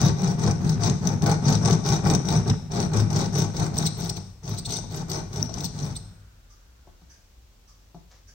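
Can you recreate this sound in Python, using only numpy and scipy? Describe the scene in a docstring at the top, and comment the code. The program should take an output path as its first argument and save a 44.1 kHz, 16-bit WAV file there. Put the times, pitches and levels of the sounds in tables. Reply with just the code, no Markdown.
"""Bow drill on brass, close up

At a wooden workshop bench, a bow spins a small drill back and forth against a brass plate, its far end
pivoted in a vice. On every stroke the cutter judders through vice and bench, rasps and snaps off chips;
now and then the brass squeaks. When the bow stops, a clock is heard across the room over a faint hum,
and the tool is lifted away with a few soft knocks."""
import sys
import numpy as np
from scipy import signal
from scipy.fft import rfft, irfft
from scipy.io import wavfile
from scipy.ndimage import uniform_filter1d

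SR = 44100
rng = np.random.default_rng(int(sys.argv[2]) if len(sys.argv) > 2 else 0)


def generate_wav(sig):
    """Save sig (samples, or channels by samples) to the path in sys.argv[1] as 16-bit PCM at SR."""
    pcm = np.round(np.clip(np.atleast_2d(sig).T, -1, 1) * 32767).astype(np.int16)
    wavfile.write(sys.argv[1], SR, pcm)


N = 367774
TIME = np.arange(N) / SR

# Workshop air. Each row: frequency in Hz, relative level in dB.
AIR_SPECTRUM = [(25, 1), (48, 2), (70, 2.5), (130, -9.5), (300, -18), (850, -23), (1450, -27), (1900, -28),
                (6000, -27.5), (7500, -31), (10000, -39.5), (15700, -34)]
# Machine hum in the room. Each row: frequency in Hz, level in dB.
HUM_TONES = [(48.4, -54), (75.4, -82.5), (100, -69.5)]
# Clock beats. Each row: time in seconds, relative level in dB, case tone in Hz.
CLOCK_BEATS = [(6.50, -66, 1200), (7.101, -61, 1620), (7.68, -65, 1170), (8.277, -61.5, 1630)]
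# Fingers change grip. Each row: time in seconds, level in dB, half-width in seconds.
FINGER_RUBS = [(6.15, -66.5, 0.18), (6.75, -71.5, 0.3)]
# The tool bumps the vice, in the last strokes and as it is freed. Each row: time in seconds,
# relative bump level in dB, bench thud in dB, thud pitch in Hz, steel clink in dB.
TOOL_KNOCKS = [(4.173, -43.5, -29.5, 183, -52), (4.84, -39, -55, 181, -47), (5.493, -36, -54, 182.4, -33),
               (6.872, -46, -49, 70, -62), (7.015, -53, -49, 171, -58), (7.946, -41.5, -36.5, 173, -52)]
# A dull bump. Each row: frequency in Hz, relative level in dB.
BUMP_SPECTRUM = [(70, -18), (170, -9.5), (260, -9), (350, -8), (470, -18), (700, -9.5), (880, -10.5),
                 (1130, -22), (1400, -28), (4000, -82)]
# The pivot leaves its seat. Each row: time in seconds, relative level in dB, half-width in seconds.
PIVOT_SLIDES = [(8.12, -62.5, 0.0087), (8.155, -68, 0.028)]
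# The sliding pivot's rub. Each row: frequency in Hz, relative level in dB.
SLIDE_SPECTRUM = [(150, -18), (450, 8), (1500, 5), (3000, -1), (6000, 6.5), (10000, -21)]
# Modes of bench, vice and plate. Each row: frequency in Hz, bandwidth in Hz, relative level in dB,
# left minus right in dB.
BENCH_MODES = [(77, 15.8, -10.5, -5), (105.6, 4.8, 3.5, 4), (150.3, 18.5, 4, 1.5), (185.2, 25.2, 0.5, 4),
               (201.6, 27, -4.5, 3.5), (243.9, 15.3, -9.5, 5)]
VICE_MODES = [(282, 29.5, -3, 8.1), (333.7, 13.3, 3.5, 5.6), (384.4, 26.8, 3.5, 1.2), (452, 74.5, -2, 2.2),
              (536, 26.6, -3.5, 0.84), (629.5, 22, -10, 18.4), (698.6, 13.6, -4, 18),
              (806.3, 32, -1.5, 1.2), (894.7, 26.6, -1.5, 1.9), (1059, 54, -10.5, 6), (1131, 30, -6, 2.7),
              (1310, 200, -12.5, 4.5), (1516, 62, -9, 5.4), (1924, 306, -19.5, 3), (2410, 74, -16, 4.2)]
PLATE_MODES = [(3676, 140, 7, 6), (4540, 290, 2.5, -11), (5440, 47, 7, 7), (6205, 100, 2, 19),
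               (8150, 300, -8.5, -12), (8200, 88, 1.5, -16), (9640, 210, -17, -19)]
# How alike a mode is on the microphone's two sides. Each row: frequency in Hz, likeness from -1 to 1.
STEREO_LIKENESS = [(60, 0.86), (200, 1), (330, 1), (500, 0.57), (800, 0.78), (1200, -0.28), (2500, -0.2)]
# The cutter digs in and thumps the bench. Each row: start in seconds, relative level in dB, pitch in Hz.
DEEP_DIGS = [(0.015, -10.5, 143), (0.227, -7.5, 179), (0.282, -6, 154), (0.695, -9.5, 156),
             (1.054, -7.5, 167), (1.232, -7.5, 158), (1.465, -7.5, 142), (1.648, -5, 146),
             (1.719, -1, 159.7), (1.9, -6.5, 123), (2.937, -15, 151), (3.025, -8, 154.4), (3.402, -21, 147),
             (3.608, -10.5, 151), (3.746, -15, 163), (4.028, -10, 168), (5.442, -17, 161),
             (5.829, -12, 150)]
# The spindle rattles in the vice on hard strokes. Each row: time in seconds, level in dB.
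SPINDLE_RATTLES = [(1.290, -38), (1.322, -27.5), (1.936, -31), (2.062, -26), (2.104, -33.5)]
# The bow lets off. Each row: time in seconds, relative level of the arbor's ring in dB.
BOW_RELEASES = [(2.512, -55.5), (4.181, -60), (5.98, -63)]
# The free steel arbor's beating pair of modes. Each row: frequency in Hz, relative level in dB.
FREE_ARBOR_MODES = [(5190, 4), (5281, 1)]
# The arbor pressed into the cut. Each row: frequency in Hz, bandwidth in Hz, gain in dB.
PRESSED_ARBOR_MODES = [(3870, 60, -9), (5270, 14, 1)]
# The edge chatters on the brass. Each row: time in seconds, relative level in dB, half-width in seconds,
# first pitch in Hz, last pitch in Hz, ring left in the plate in dB.
BRASS_SQUEAKS = [(3.781, -25, 0.003, 4150, 4290, -21), (3.867, -15.5, 0.0066, 5135, 3900, -24),
                 (4.097, -18, 0.003, 4000, 5330, -28), (4.587, -28, 0.0094, 4150, 4500, -28),
                 (4.659, -23, 0.0058, 3900, 4230, -28), (4.707, -22, 0.0025, 3900, 4820, -30),
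                 (4.734, -38, 0.0025, 5600, 5800, -30), (4.768, -23.5, 0.003, 3800, 4020, -29),
                 (5.1, -26.5, 0.0036, 4500, 4730, -40), (5.653, -25.5, 0.011, 6000, 3920, -30),
                 (5.965, -30, 0.0079, 3800, 4250, -27)]
# The colour of that chatter. Each row: frequency in Hz, relative level in dB.
CHATTER_SPECTRUM = [(2000, -37.5), (3300, -18), (3950, -3.5), (4800, -5.5), (5700, -21.5), (7000, 1.5),
                    (8250, -2), (9500, -34), (16000, -35)]
# The edge catches and shrieks. Each row: time in seconds, pitch in Hz, relative level in dB.
EDGE_CATCHES = [(1.074, 5990, -29.5), (2.1382, 6060, -33.5), (3.787, 5760, -28), (5.4283, 5720, -26)]
# Big chips snap off the plate. Each row: time in seconds, relative level in dB, pitch in Hz.
BIG_CHIPS = [(0.0151, -17, 6100), (0.0302, -25, 5700), (0.0499, -33, 5560), (0.2447, -25, 6160),
             (0.2758, -24, 5700), (0.3945, -26.5, 6200), (0.4375, -22, 6200), (0.4766, -21, 5600),
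             (0.5109, -21, 5910), (0.6948, -21.5, 5230), (0.8351, -20, 5700), (0.8432, -18.5, 5900),
             (0.8607, -21, 6000), (0.8974, -16.5, 6360), (1.072, -16.5, 5730), (1.2213, -21.5, 5630),
             (1.261, -18, 5640), (1.315, -18.5, 6200), (1.483, -15.5, 4750), (1.5249, -16.5, 6250),
             (1.5523, -17, 5740), (1.6574, -14.5, 6200), (1.6754, -19, 6300), (1.684, -22, 5900),
             (1.709, -15, 5950), (1.7288, -16.5, 6340), (1.8624, -16.5, 5500), (1.888, -15, 6140),
             (1.939, -23, 5660), (2.0515, -26, 5570), (2.0725, -20, 5230), (2.1001, -13, 5710),
             (2.1494, -13, 5950), (2.2538, -26.5, 5900), (2.325, -21, 6100), (2.364, -22.5, 5660),
             (2.4786, -27, 5500), (2.4992, -15, 5270), (2.7188, -25, 5830), (2.802, -18.5, 6100),
             (2.9353, -26, 6200), (2.9722, -19.5, 6100), (3.007, -24, 5500), (3.1036, -25, 5960),
             (3.211, -22, 5750), (3.358, -20.5, 5700), (3.3892, -30, 5850), (3.404, -23, 5530),
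             (3.5668, -23, 5200), (4.7239, -18, 6100), (4.7363, -21, 5750), (5.1161, -17.5, 6130),
             (5.132, -23, 5700), (5.5407, -23.5, 5750), (5.5834, -24.5, 5950), (5.6057, -26.5, 5660),
             (5.6443, -20.5, 6470)]
# Thin spits of splinters, high above the rasp. Each row: time in seconds, relative level in dB.
SPLINTER_SPITS = [(0.016, -40), (0.844, -44), (1.074, -44), (1.298, -45), (1.315, -45), (1.865, -46),
                  (3.360, -44), (3.392, -44), (3.426, -46), (3.766, -47), (3.786, -42), (3.866, -39),
                  (3.981, -43), (4.003, -43), (4.077, -43), (4.099, -42), (4.492, -41), (4.961, -39),
                  (5.118, -46), (5.430, -46), (5.610, -50), (5.646, -39)]
# The highest modes, rung by splinters. Each row: frequency in Hz, bandwidth in Hz, relative level in dB.
SIZZLE_MODES = [(11030, 270, -7.5), (12800, 880, -8), (14200, 900, -6), (15600, 500, -1)]
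# The scraping edge's colour. Each row: frequency in Hz, relative levels left and right in dB.
EDGE_SPECTRUM = [(510, -60, -70), (2100, -23, -2.5), (2850, -17.5, -4), (3480, -17, -2), (3780, -1.5, 4.5),
                 (4250, -5, -0.5), (5250, -7, 5), (5650, 4.5, -9), (6040, 0.5, 7.5), (6760, -12, -4.5),
                 (8170, -17, 4.5), (9010, -31, -6), (10300, -69, -49), (13200, -44, -45), (15400, -41, -27)]
# Pushes and pulls of the bow. Each row: start and end in seconds, then relative levels in dB of
# bench thrum, vice grind and rasp.
BOW_STROKES = [(0.008, 0.112, -17, -28, -30), (0.184, 0.347, -22.5, -33, -36.5),
               (0.395, 0.524, -19.5, -30.5, -34), (0.616, 0.76, -21.5, -34.5, -38),
               (0.807, 0.915, -19.5, -30, -32), (1.024, 1.155, -21, -33.5, -38.5),
               (1.227, 1.355, -17.5, -27.5, -31.5), (1.437, 1.579, -18, -29.5, -31.5),
               (1.628, 1.759, -19.5, -27.5, -32.5), (1.847, 1.988, -20.5, -28.5, -30),
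               (2.046, 2.167, -16.5, -27, -31.5), (2.26, 2.404, -19, -30.5, -33),
               (2.475, 2.503, -16, -30, -36), (2.717, 2.866, -22, -31.5, -34),
               (2.927, 3.033, -17, -29.5, -34), (3.111, 3.272, -22.5, -30.5, -31.5),
               (3.336, 3.466, -21.5, -31, -31), (3.548, 3.685, -23.5, -33.5, -34.5),
               (3.748, 3.89, -24, -35, -33.5), (3.975, 4.113, -28.5, -38, -37),
               (4.17, 4.182, -39, -43.5, -35.5), (4.442, 4.594, -30, -42.5, -40.5),
               (4.678, 4.805, -29.5, -40, -33), (4.908, 5.036, -29, -40, -38.5),
               (5.095, 5.218, -28.5, -35, -36.5), (5.325, 5.471, -29, -39.5, -39),
               (5.53, 5.67, -31.5, -40.5, -42), (5.753, 5.932, -30.5, -41.5, -41)]


def from_db(db):
    """Decibels to gain."""
    return 10 ** (np.asarray(db) / 20)


def unit_power(x):
    """Scale to unit power."""
    return x / np.sqrt(np.mean(x ** 2) + 1e-20)


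def pan(db):
    """Gains at the microphone for a level difference, left minus right."""
    return from_db(np.array([[db], [-db]]) / 2)


def drift(per_s):
    """Smooth random wandering with a spread of about 1."""
    knots = rng.standard_normal(2 ** 15)
    return np.interp(TIME * per_s, np.arange(len(knots)), knots)


def steady(x, span_s):
    """Unit power over every short span."""
    power = uniform_filter1d(np.mean(x ** 2, axis=0), max(int(span_s * SR), 2))
    return x / np.sqrt(np.abs(power) + 1e-20)


def colour(x, spectrum, size=8192):
    """Minimum-phase filter of unit power gain that follows a spectrum."""
    hz, db = np.transpose(spectrum)
    grid = np.maximum(np.fft.rfftfreq(size, 1 / SR), 1)
    cepstrum = irfft(np.log(from_db(np.interp(np.log(grid), np.log(hz), db))))
    cepstrum[1:size // 2] *= 2
    cepstrum[size // 2 + 1:] = 0
    response = irfft(np.exp(rfft(cepstrum)))
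    return signal.oaconvolve(x, response / np.linalg.norm(response))[:N]


def resonance(x, hz, width):
    """Two-pole resonance with gain 1 at its peak and a width in Hz."""
    r = np.exp(-np.pi * width / SR)
    poles = [1, -2 * r * np.cos(2 * np.pi * hz / SR), r * r]
    return signal.lfilter(np.array([1, 0, -1]) * (1 - r * r) / 2, poles, x + 1e-18)


def body(force, modes):
    """Two forces ring a set of modes; the high modes are less alike left and right than the low."""
    out = np.zeros((2, N))
    for k, (hz, width, db, side_db) in enumerate(modes):
        alike = np.clip(np.interp(hz, *np.transpose(STEREO_LIKENESS)), -1, 1)
        drive = np.sqrt(1 + alike) * force[0] + np.sqrt(1 - alike) * force[1] * [[1], [-1]]
        out += (-1) ** k * from_db(db) * pan(side_db) * resonance(drive, hz, width)
    power_gain = sum(from_db(2 * db) * 2 * np.pi * width / SR for _, width, db, _ in modes)
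    return out / np.sqrt(power_gain)


def grains(per_s, spread_db):
    """Two trains of tiny fractures of uneven size."""
    sizes = from_db(spread_db * np.minimum(rng.exponential(1, (2, N)), 4))
    return unit_power(sizes * rng.choice([-1, 1], (2, N)) * (rng.random((2, N)) < per_s / SR))


def fade(clicks, decay_s):
    """Give each click an exponential tail."""
    return signal.lfilter([1], [1, -np.exp(-1 / (decay_s * SR))], clicks + 1e-18)


def blows(rows, crumble, crumble_s):
    """A click and a brief crumbling for each time in seconds and level in dB."""
    clicks = np.zeros(N)
    for s, db in rows:
        clicks[round(s * SR)] = from_db(db)
    return clicks * [[1], [0]] + crumble * fade(clicks, crumble_s) * rng.standard_normal((2, N))


def swells(rows):
    """A bell-shaped envelope for each time in seconds, level in dB and half-width in seconds."""
    out = np.zeros(N)
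    for s, db, half in rows:
        near = slice(*np.searchsorted(TIME, [s - 10 * half, s + 10 * half]))
        out[near] += from_db(db) * np.exp(-((TIME[near] - s) / half) ** 2 / 2)
    return out


def struck(rows, rise_s, decay_s):
    """A swelling, dying sine for each start in seconds, level in dB and pitch in Hz."""
    out = np.zeros(N)
    for s, db, hz in rows:
        start = round(s * SR)
        t = TIME[:min(N - start, int(10 * decay_s * SR))]
        envelope = from_db(db) * (1 - np.exp(-t / rise_s)) * np.exp(-t / decay_s)
        out[start:start + len(t)] += envelope * np.sin(2 * np.pi * hz * t)
    return out


def echoes(x, t60, delay_s):
    """Diffuse reflections of unit power gain, different on each side of the microphone."""
    t = TIME[:min(int(t60 * SR), SR)]
    tail = rng.standard_normal((2, SR))[:, :len(t)] * from_db(-60 * t / t60) * (t > delay_s)
    return signal.oaconvolve(x, tail / np.linalg.norm(tail, axis=1, keepdims=True), axes=1)[:, :N]


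def room_tone():
    """Quiet workshop air all round the microphone, and a wavering low machine hum."""
    mid, side = rng.standard_normal((2, N))
    side = signal.sosfilt(signal.butter(1, 400, "high", fs=SR, output="sos"), side)
    air = np.array([colour(mid + side, AIR_SPECTRUM), colour(mid - side, AIR_SPECTRUM)])
    hum = 0
    for hz, db in HUM_TONES:
        amplitude = from_db(db + 0.79 * drift(5.8)) * np.sqrt(2)
        hum += amplitude * np.sin(2 * np.pi * hz * TIME + 3.9 * drift(6.0))
    return (from_db(-56.5) * air + hum) * pan(0.92)


def clock():
    """A clock across the room: tick and tock differ in case tone and arrive as reverberation."""
    beats = 0
    for s, db, hz in CLOCK_BEATS:
        escapement = swells([(s + 0.0035, db, .007)]) * rng.standard_normal((2, N))
        click = .5 * resonance(escapement, 4560, 450) - 1.28 * resonance(escapement, 5900, 740)
        beats += 1.66 * resonance(escapement, hz, 120) + click
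    return from_db(23.0) * echoes(beats, t60=0.52, delay_s=0.00042)


def grips():
    """Skin rubs softly on the tool."""
    return swells(FINGER_RUBS) * unit_power(resonance(rng.standard_normal((2, N)), 1450, 220))


def handling():
    """The tool bumps the vice, the bench thuds and the pivot slides free, with some room behind them."""
    touches = blows([(s, db) for s, db, *_ in TOOL_KNOCKS], crumble=0.24, crumble_s=0.0089)
    clinks = blows([(s, db) for s, *_, db in TOOL_KNOCKS], crumble=0.32, crumble_s=0.0091)
    bumps = from_db(12.5) * colour(touches[0], BUMP_SPECTRUM) + edge(clinks)
    thuds = struck([(s, db, hz) for s, _, db, hz, _ in TOOL_KNOCKS], rise_s=0.0026, decay_s=0.019)
    friction = swells(PIVOT_SLIDES) * grains(per_s=1100, spread_db=1.0)[0]
    direct = (bumps + thuds + from_db(4.5) * colour(friction, SLIDE_SPECTRUM)) * pan(3.0)
    return direct + from_db(-1.0) * echoes(direct, t60=0.35, delay_s=0.012)


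def sway(thrum):
    """The whole bench rumbles for as long as the arm is working, and its top drones on a little."""
    working = np.tanh(from_db(44.0) * thrum)
    rumble = unit_power(resonance(resonance(rng.standard_normal(N), 40, 37), 44, 47))
    drone = unit_power(resonance(working * rng.standard_normal(N), 98.7, 8.4))
    return (from_db(-45.0) * working * rumble + from_db(-43.5) * drone) * pan(1.7)


def thumps():
    """A deep dig swings the bench for a few firm cycles."""
    return from_db(-3.5) * struck(DEEP_DIGS, rise_s=0.0041, decay_s=0.018) * pan(3.7)


def rattles(half_s=0.0054, above_hz=650):
    """A burst of loose contacts rings the upper modes of the vice."""
    shaking = swells([(s, db, half_s) for s, db in SPINDLE_RATTLES]) * rng.standard_normal((2, N))
    return body(shaking, [mode for mode in VICE_MODES if mode[0] > above_hz])


def judder(bite, thrum, grind, snaps, top_hz=4700):
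    """The uneven bite and each snapping chip shake the heavy vice and the bench, which pass few highs."""
    force = grains(per_s=900, spread_db=1.5) * from_db(2.0 * bite)
    jolts = blows(snaps, crumble=0.0068, crumble_s=0.0052)
    bench = steady(body(force + from_db(40.0) * jolts, BENCH_MODES), span_s=0.0325)
    bench *= from_db(-4.0 + 2.23 * drift(35)) * thrum
    vice = steady(body(force + from_db(38.5) * jolts, VICE_MODES), span_s=0.033)
    vice *= from_db(-1.03 + 1.22 * drift(45)) * grind
    bench, vice = signal.sosfilt(signal.butter(2, top_hz, fs=SR, output="sos"), [bench, vice])
    vice_room = from_db(-8.0) * echoes(vice, t60=0.56, delay_s=0.011)
    bench_room = from_db(-19.5) * echoes(bench, t60=0.41, delay_s=0.017)
    return bench + vice + vice_room + bench_room


def free_ring():
    """With the bow's pressure off, the steel arbor sings on."""
    rows = [(s, db + mode_db, hz) for s, db in BOW_RELEASES for hz, mode_db in FREE_ARBOR_MODES]
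    return struck(rows, rise_s=.01, decay_s=0.085) * pan(13)


def singing(hz=8240, lead_s=.003):
    """Each squeak leaves a clear note in a high mode of the plate, right of the microphone."""
    rows = [(s - lead_s, ring_db, hz) for s, *_, ring_db in BRASS_SQUEAKS]
    return struck(rows, rise_s=0.0037, decay_s=0.0059) * pan(-19.5)


def catches():
    """A caught edge swings up and dies within a couple of milliseconds, as one clear note on the left."""
    shrieks = sum(swells([(s, db, .0006)]) * np.sin(2 * np.pi * hz * TIME) for s, hz, db in EDGE_CATCHES)
    return from_db(9.0) * shrieks * pan(22.2)


def squeal():
    """Rough stick-slip whose pitch glides through each squeak."""
    glide = []
    for s, _, half, first_hz, last_hz, _ in BRASS_SQUEAKS:
        glide += [(s - half, first_hz), (s + half, last_hz)]
    hz = np.interp(TIME, *np.transpose(sorted(glide)))
    phase = 2 * np.pi * np.cumsum(hz * (1 + 0.07 * drift(1500))) / SR
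    return from_db(-6.5) * np.sin(phase) * [[1], [0]] + from_db(-8) * rng.standard_normal((2, N))


def sizzle(splinters):
    """The finest splinters favour now one high mode, now another."""
    modes = 0
    for hz, width, db in SIZZLE_MODES:
        modes += from_db(db + 5.7 * drift(60)) * resonance(resonance(splinters, hz, width), hz, width)
    return from_db(10) * modes * pan(-11.5)


def nicks(rasp, per_s=60, spread_db=2, centre_hz=5200, spread_octaves=.17):
    """The edge skips on the brass in tiny ticks, each at its own pitch, that coarsen the rasp."""
    at = np.flatnonzero(rng.random(N) < per_s / SR)
    size, pitch = np.clip(rng.standard_normal((len(at), 2)), -2, 2).T
    db = 20 * np.log10(rasp[at] + 1e-9) + 6.5 + spread_db * size
    hz = centre_hz * 2 ** (spread_octaves * pitch)
    return struck(zip(TIME[at], db, hz), rise_s=.0001, decay_s=.0007) * pan(10)


def pings():
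    """Each big chip rings the edge briefly at a pitch of its own."""
    return from_db(-7) * struck(BIG_CHIPS, rise_s=0.0002, decay_s=0.0021) * pan(14)


def chipping(rasp, flakes_per_s=50, spread_db=7):
    """Times and levels of the big chips, and of random flakes, stronger the harder the edge cuts."""
    at = np.flatnonzero((rng.random(N) < flakes_per_s / SR) & (rasp > 0))
    flake_db = 20 * np.log10(rasp[at]) + 2.5 - spread_db * rng.standard_normal(N)[at]
    return [(s, db) for s, db, _ in BIG_CHIPS] + list(zip(TIME[at], flake_db))


def bowing(levels_db, lead_s, lag_s, bite_s, coast_s, arch, idle_db, idle_s):
    """Gain of the strokes: each bites, arches with the bow's speed, coasts and leaves a dying rub."""
    power = np.zeros(N)
    for (start, end, *_), db in zip(BOW_STROKES, levels_db):
        length = end - start + lead_s + lag_s
        span = slice(*np.searchsorted(TIME, [start - lead_s, end + 1]))
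        t = TIME[span] - (start - lead_s)
        speed = np.sin(np.pi * np.minimum(t / length, 1))
        after = np.maximum(t - length, 0)
        cut = (1 + arch * speed) / (1 + arch) * np.exp(-after / coast_s)
        rub = from_db(idle_db) * np.exp(-after / idle_s)
        power[span] += (from_db(db) * (cut + rub) * (1 - np.exp(-t / bite_s))) ** 2
    return np.sqrt(power)


def stroke_gains():
    """Thrum, grind and rasp: the heavier the part, the earlier it feels the bow and the longer it shakes."""
    _, ends, thrum_db, grind_db, rasp_db = np.transpose(BOW_STROKES)
    thrum = bowing(thrum_db, lead_s=0.021, lag_s=0.042, bite_s=0.0047, coast_s=0.025,
                   arch=3.2, idle_db=-11.0, idle_s=0.14)
    grind = bowing(grind_db, lead_s=0.017, lag_s=0.016, bite_s=0.0013, coast_s=0.0069,
                   arch=13.0, idle_db=-14.0, idle_s=0.091)
    rasp = bowing(rasp_db, lead_s=0.013, lag_s=0.0011, bite_s=0.0011, coast_s=0.0037,
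                  arch=4.6, idle_db=-34.0, idle_s=0.089)
    # the spindle knocks in its play as the bow turns round
    backlash = swells([(end + 0.037, db - 6.5, 0.0027) for end, db in zip(ends, grind_db)])
    return thrum, np.hypot(grind, backlash), rasp


def edge(force):
    """The bright voice of the steel cutter, coloured differently on each side of the microphone."""
    hz, left_db, right_db = np.transpose(EDGE_SPECTRUM)
    left = colour(force[0] + force[1], np.c_[hz, left_db])
    right = colour(force[0] - force[1], np.c_[hz, right_db])
    return np.array([left, right]) * pan(5.5)


def moving_contact(force, depth=.9):
    """Peaks and dips come and go in the rasp as the contact moves round the hole."""
    centres_hz = np.geomspace(3700, 8400, 8)
    return force + sum(depth * drift(35) * resonance(force, hz, width=450) for hz in centres_hz)


def fracturing(bite, digs_per_s=110):
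    """Brass breaks in clumps: each small dig of the edge starts abruptly and crumbles away."""
    digs = (rng.random(N) < digs_per_s / SR) * rng.uniform(0.15, 1.0, N)
    cracks = grains(per_s=6000, spread_db=1.5) * from_db(2.0 * bite + 1.9 * drift(600))
    return steady(cracks * (0.44 + fade(digs, decay_s=0.0017)), span_s=0.041)


def cutting(bite, rasp, snaps, ring_db_per_s=0.7):
    """Close up, fractures, chips and squeaks ring edge, arbor and plate; returns that and the sizzle."""
    fractures = fracturing(bite)
    scrape = from_db(-8.5) * rasp * moving_contact(fractures)
    chips = blows(snaps, crumble=0.29, crumble_s=0.003)
    scraping = scrape + chips
    squeaking = swells([(s, db, half) for s, db, half, *_ in BRASS_SQUEAKS])
    chatter = from_db(-3.5) * squeaking * squeal()
    squeaks = np.array([colour(chatter[0] + side * chatter[1], CHATTER_SPECTRUM) for side in (1, -1)])
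    cutter = edge(scraping + from_db(-6.5) * chatter) + from_db(-13.5) * squeaks * pan(12.4)
    arbor = sum(from_db(db) * resonance(scraping, hz, width) for hz, width, db in PRESSED_ARBOR_MODES)
    # the plate rings more as the hole deepens
    ringing = from_db(-17 + ring_db_per_s * TIME) * rasp * fractures
    plate = body(ringing + from_db(-8.0) * chips + .5 * chatter, PLATE_MODES)
    spits = swells([(s, db, 0.0028) for s, db in SPLINTER_SPITS]) * rng.standard_normal((2, N))
    splinters = from_db(-22) * chips + spits + from_db(-25) * squeaking * fractures
    splinters += from_db(-6.5 + 2.1 * drift(50)) * ringing
    return cutter + arbor * pan(3) + plate, sizzle(splinters)


def scene():
    """One uneven bite drives judder and rasp; the metal carries into the room, the sizzle dies close by."""
    bite = drift(110)
    thrum, grind, rasp = stroke_gains()
    snaps = chipping(rasp)
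    cut, splinters = cutting(bite, rasp, snaps)
    metal = cut + pings() + nicks(rasp)
    notes = singing() + catches()
    bench_top = from_db(-7) * echoes(metal + splinters, t60=0.062, delay_s=0.00051)
    workshop = from_db(-8.0) * echoes(metal + .5 * notes, t60=0.65, delay_s=0.0079)
    shaking = judder(bite, thrum, grind, snaps) + rattles() + thumps() + sway(thrum)
    drill = shaking + metal + notes + splinters + free_ring()
    return drill + bench_top + workshop + handling() + grips() + clock() + room_tone()


def record(dry, low_cut_hz=36, high_cut_hz=16000):
    """The microphone loses the deepest bass, and the top is cut steeply."""
    thinned = signal.sosfilt(signal.butter(2, low_cut_hz, "high", fs=SR, output="sos"), dry)
    return signal.sosfilt(signal.ellip(10, .1, 80, high_cut_hz, fs=SR, output="sos"), thinned)


dry = scene()
out = record(dry)
generate_wav(out)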